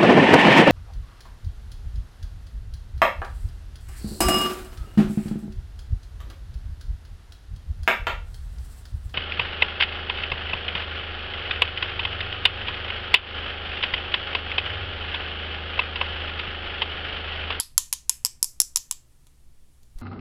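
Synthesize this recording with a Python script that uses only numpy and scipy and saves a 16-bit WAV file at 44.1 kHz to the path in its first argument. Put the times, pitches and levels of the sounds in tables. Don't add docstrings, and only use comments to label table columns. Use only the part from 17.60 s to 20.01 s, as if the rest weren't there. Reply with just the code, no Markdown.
import sys
import numpy as np
from scipy import signal
from scipy.fft import rfft, irfft
from scipy.io import wavfile
from scipy.ndimage import uniform_filter1d

SR = 44100
rng = np.random.default_rng(int(sys.argv[2]) if len(sys.argv) > 2 else 0)


def voltage_ratio(decibels):
    exponent = np.asarray(decibels, float) / 20
    return 10 ** exponent


def store_pcm(level_fs):
    pcm = np.round(np.clip(level_fs, -1, 1) * 32767).astype(np.int16)
    wavfile.write(sys.argv[1], SR, np.atleast_2d(pcm).T)


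N = 106457
PAD = 441

KNOCK_S = [-.0008, .1789, .3275, .4950, .6490, .8283, 1.0018, 1.1593, 1.3112]
# (peak level [dB], low ring [dB], middle ring [dB], high ring [dB])
KNOCKS = [
    (-4.5, -1.5, -5, 5),
    (-2, -5, 2, 2.5),
    (-10, -13, -1.5, 4),
    (-4.5, 4, 5, 2.5),
    (-6, 4, 1.5, 0.5),
    (-5, 3, -2.5, 5),
    (-2.5, 3.5, -1, 6.5),
    (-7, 1, 0.5, 1),
    (-10.5, -7, 2, 2),
]
# (handle ring [dB], thud [dB], crack [dB], room snap [dB])
GRIP = [
    (2, -11, -8.5, 4.5),
    (2.5, 4.5, 3, 0),
    (3.5, -20, 5.5, 5.5),
    (0, -13, -3, 0),
    (2, -15, 2.5, -2.5),
    (-3, -7, -10.5, -14.5),
    (-10, 16, 1.5, -6.5),
    (0.5, -12.5, 4.5, 1.5),
    (2, -6, 1.5, -15.5),
]
# (low [Hz], middle [Hz], high [Hz])
SPOT_HZ = [(4900, 7850, 10400), (4670, 7300, 10300), (5250, 6750, 10300), (5400, 7150, 10100),
           (5250, 7700, 11300), (5250, 7500, 10400), (5450, 7400, 10050), (5500, 7600, 10750),
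           (5400, 7350, 10600)]
# (low [Hz], middle [Hz], high [Hz])
USUAL_RING_HZ = (5250, 7400, 10400)
CHATTER_S = [.0017, .0013, .0015, .0009, .0014, .0013, .0013, .0014, .0013]
BOUNCE_S = [.0058, .3351, .3408, .499, .6582, .6652, .8435, 1.0113, 1.0169, 1.1705, 1.175, 1.3242]
BOUNCE_DB = [-15, -17, -33.5, -28, -16, -18.5, -13.5, -21, -11.5, -13, -22.5, -24.5]
# (frequency [Hz], level [dB], T60 [s])
LOW_RING = [(4416, -21, 0.0043), (5240, -9, .022), (5775, -10.5, 0.0085)]
MID_RING = [(6630, -10, 0.014), (7364, -5, 0.017), (8026, -12.5, 0.014)]
HIGH_RING = [(10396, -4.5, 0.0096), (11600, -8, 0.0057), (12900, -20.5, 0.01052), (13810, -25, 0.0046)]
# (frequency [Hz], level [dB], T60 [s])
HANDLE = [(955, -22.5, 0.025), (1032, -31, 0.039), (1130, -32.5, 0.021), (1830, -36, 0.018),
          (2580, -22, 0.0053), (3070, -14, 0.0039)]
# (frequency [Hz], level [dB])
CRACK = [(600, -47.5), (1200, -13.5), (2500, -16), (5000, 2), (9000, -3.5), (13000, -5), (15500, -17.5),
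         (17000, -36)]
# (time [s], level [dB])
TICKS = [
    (1.669, -44),
    (2.232, -49),
    (2.2538, -68),
    (2.3869, -39.5),
    (2.402, -49),
]
# (frequency [Hz], T60 [s])
ROOM_T60 = [(500, 0.2077), (1000, .26), (1900, 0.35), (3500, 0.23), (9000, 0.25), (15000, .22)]
# (frequency [Hz], level [dB])
ROOM_TINT = [(500, -8.5), (1000, -4), (1900, -3.5), (5000, -0.5), (8000, -2.5), (11000, -9.5), (14600, -3),
             (16000, -22.5)]
# (frequency [Hz], level [dB per Hz])
HISS = [(200, 0), (350, -2), (480, -7), (900, -10), (1600, -13), (6300, -14), (10000, -13), (16000, -23)]
# (frequency [Hz], level [dB per Hz])
RUMBLE = [(4.7, -30), (8.0, 8), (16, 6.5), (27, -11.5), (65, -11), (147, -25), (200, -26), (260, -63),
          (440, -120)]
# (frequency [Hz], level [dB])
HUM = [(59.5, -62), (119.5, -75.5), (140, -72.5), (238, -82.5)]
# (time [s], level [dB])
BRISTLE = [
    (1.5, -76),
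    (1.701, -77.5),
    (2.05, -102),
    (2.14, -73),
    (2.2, -87),
]
# (frequency [Hz], level [dB])
BRISTLE_TINT = [(4000, -23.5), (6000, -7), (9500, 1.5), (12500, -6), (15000, -27)]
# (time [s], level [dB], frequency [Hz], T60 [s])
JOLTS = [
    (2.356, -24.5, 25, .2),
    (2.397, -33, 16.4, 0.24),
]

RISE_S = 0.00013
CHATTER_DROP_DB, PARTING_S = -10.5, 0.00092
CRACK_DB, CRACK_T60_S, TICK_T60_S = -10.5, 0.016, 0.004
THUD_DB, THUD_S = -43.5, 0.00068
STICK_CUT_HZ = 1150
SPREAD_T60_S, SPREAD_CRACK_DB, SPREAD_WOOD_DB = 0.0035, 4, -8.5
NEAR_DB, NEAR_T60_S, NEAR_GAP_S = -3, 0.028, 0.0015
ROOM_DB, ROOM_RISE_S = -9.5, 0.0074
HISS_DB, RUMBLE_DB, HUM_WIDTH_HZ = -68, -50.5, 7.7
SCRAPE_S, SCRAPE_RISE_S = 2.352, 0.05
SCRAPE_DB, SCRAPE_HZ, SCRAPE_GRAIN_DB = -59, 1323, 4
MIC_TOP_HZ = 15600


def evened(x):
    return x / np.sqrt(np.mean(x ** 2) + 1e-20)


def read(points, hz):
    f, value = np.transpose(points)
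    return np.interp(np.log(hz + 1), np.log(f + 1), value)


def add(mix, s, sound):
    part = mix[max(PAD + round(s * SR), 0):][:len(sound)]
    part += sound[:len(part)]


def coloured(x, points, lo_hz, hi_hz):
    hz = np.fft.rfftfreq(len(x), 1 / SR)
    band = (hz >= lo_hz) * (hz < hi_hz)
    return irfft(rfft(x) * voltage_ratio(read(points, hz)) * band, len(x))


def ring(modes, db, scale, t, phase):
    total = 0
    for (hz, level, t60), p in zip(modes, phase):
        total = total + voltage_ratio(db + level - 60 * t / t60) * np.sin(2 * np.pi * (hz * scale * t + p))
    return total


def knock(colour, grip, spot_hz, chatter_s, dice):
    t = np.arange(len(dice)) / SR
    handle_db, thud_db, crack_db, snap_db = grip
    metal = 0
    for k, modes in enumerate((LOW_RING, MID_RING, HIGH_RING)):
        phase = dice[1000 + 4 * k:]
        metal = metal + ring(modes, colour[k], spot_hz[k] / USUAL_RING_HZ[k], t, phase)
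    crack = evened(coloured(dice, CRACK, 0, SR)) * voltage_ratio(CRACK_DB + crack_db - 60 * t / CRACK_T60_S)
    rise = np.minimum(t / RISE_S, 1)
    parting = np.clip((t - chatter_s) / PARTING_S, 0, 1)
    contact = rise * voltage_ratio(CHATTER_DROP_DB * parting)
    wood = rise * ring(HANDLE, handle_db, 0.99, t, np.zeros(len(HANDLE)))

    u = t / THUD_S
    thud = voltage_ratio(THUD_DB + thud_db) * u * np.exp(1 - u) * (1 - u / 2)

    impulse = 1. * (np.arange(len(t)) == round(RISE_S * SR))
    snap = coloured(impulse, CRACK, 0, SR) * voltage_ratio(SPREAD_CRACK_DB + snap_db) * (t < t[-1] / 2)
    spread = rise * metal * voltage_ratio(-60 * t / SPREAD_T60_S) + snap + voltage_ratio(SPREAD_WOOD_DB) * wood

    radiation = signal.butter(4, STICK_CUT_HZ, "high", fs=SR, output="sos")
    near, far = signal.sosfilt(radiation, [contact * (metal + crack) + wood, spread])
    return near, far, thud


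def brushes():
    direct, feed = np.zeros(N + PAD), np.zeros((3, N + PAD))
    t = np.arange(3000) / SR
    dice = rng.standard_normal((40, 3000))
    times = KNOCK_S + BOUNCE_S
    levels = [row[0] for row in KNOCKS] + BOUNCE_DB
    for n, (s, db) in enumerate(zip(times, levels)):
        k = np.searchsorted(KNOCK_S, s, side="right") - 1
        near, far, thud = knock(KNOCKS[k][1:], GRIP[k], SPOT_HZ[k], CHATTER_S[k], dice[n])
        add(direct, s, voltage_ratio(db) * (near + thud * (n == k)))
        add(feed[n % 3], s, voltage_ratio(db) * far)
    for (s, db), noise in zip(TICKS, dice[::-1]):
        tick = evened(coloured(noise, CRACK, 0, SR)) * voltage_ratio(db - 60 * t / TICK_T60_S)
        add(direct, s, tick)
        add(feed[0], s, tick)
    return direct, feed


def room(feed):
    taps = rng.standard_normal((2, 3, SR // 2))
    t = np.arange(SR // 2) / SR
    near = taps[0] * voltage_ratio(-60 * t / NEAR_T60_S) * (t > NEAR_GAP_S)
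    hz, frames, z = signal.stft(taps[1], SR, nperseg=256)
    decay_db = -60 * frames / read(ROOM_T60, hz)[:, None]
    tint_db = read(ROOM_TINT, hz)[:, None]
    tail = signal.istft(z * voltage_ratio(decay_db + tint_db), SR, nperseg=256)[1][:, :len(t)]
    tail = tail * np.clip((t - NEAR_GAP_S) / ROOM_RISE_S, 0, 1)
    both = voltage_ratio(NEAR_DB) * evened(near) + voltage_ratio(ROOM_DB) * evened(tail)
    return signal.fftconvolve(feed, both / np.sqrt(len(t)), axes=1).sum(0)[:N + PAD]


def background():
    a, b = rng.standard_normal((2, N))
    hiss = voltage_ratio(HISS_DB) * evened(coloured(a, HISS, 200, 17000))
    rumble = voltage_ratio(RUMBLE_DB) * evened(coloured(b, RUMBLE, 0, 200))
    hz = np.fft.rfftfreq(N, 1 / SR)
    lines = sum(voltage_ratio(db) / (1 + ((hz - f) / HUM_WIDTH_HZ * 2) ** 2) for f, db in HUM)
    hum = irfft(rfft(rng.standard_normal(N)) * lines, N) * np.sqrt(SR / HUM_WIDTH_HZ)
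    return hiss + rumble + hum


def bristles():
    s, db = np.transpose(BRISTLE)
    level = np.interp(np.arange(N) / SR, s, db, left=-120, right=-120)
    return voltage_ratio(level) * evened(coloured(rng.standard_normal(N), BRISTLE_TINT, 0, SR))


def set_down():
    out, t = np.zeros(N + PAD), np.arange(4000) / SR
    for s, db, hz, t60 in JOLTS:
        sway = np.sin(2 * np.pi * hz * t) * np.minimum(t / 0.0063, 1)
        direction = -np.sign(hz - 20)
        add(out, s, direction * voltage_ratio(db - 60 * t / t60) * sway)
    pole = np.exp(-2 * np.pi * SCRAPE_HZ / SR)
    rub = evened(signal.lfilter([1], [1, -pole], rng.standard_normal(4000)))
    grain = evened(uniform_filter1d(rng.standard_normal(4000), 90))
    swell = np.minimum(t / SCRAPE_RISE_S, 1)
    add(out, SCRAPE_S, voltage_ratio(SCRAPE_DB + SCRAPE_GRAIN_DB * grain) * rub * swell)
    return out


def scene():
    direct, feed = brushes()
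    struck = direct + room(feed) + set_down()
    return (struck[PAD:] + background() + bristles())[None]


def roll_off(x):
    return signal.sosfilt(signal.butter(12, 16540, fs=SR, output="sos"), x)


def record(dry):
    heard = signal.sosfilt(signal.butter(4, MIC_TOP_HZ, fs=SR, output="sos"), dry)
    return roll_off(np.clip(heard, -1, 1))


dry = scene()
out = record(dry)
store_pcm(out)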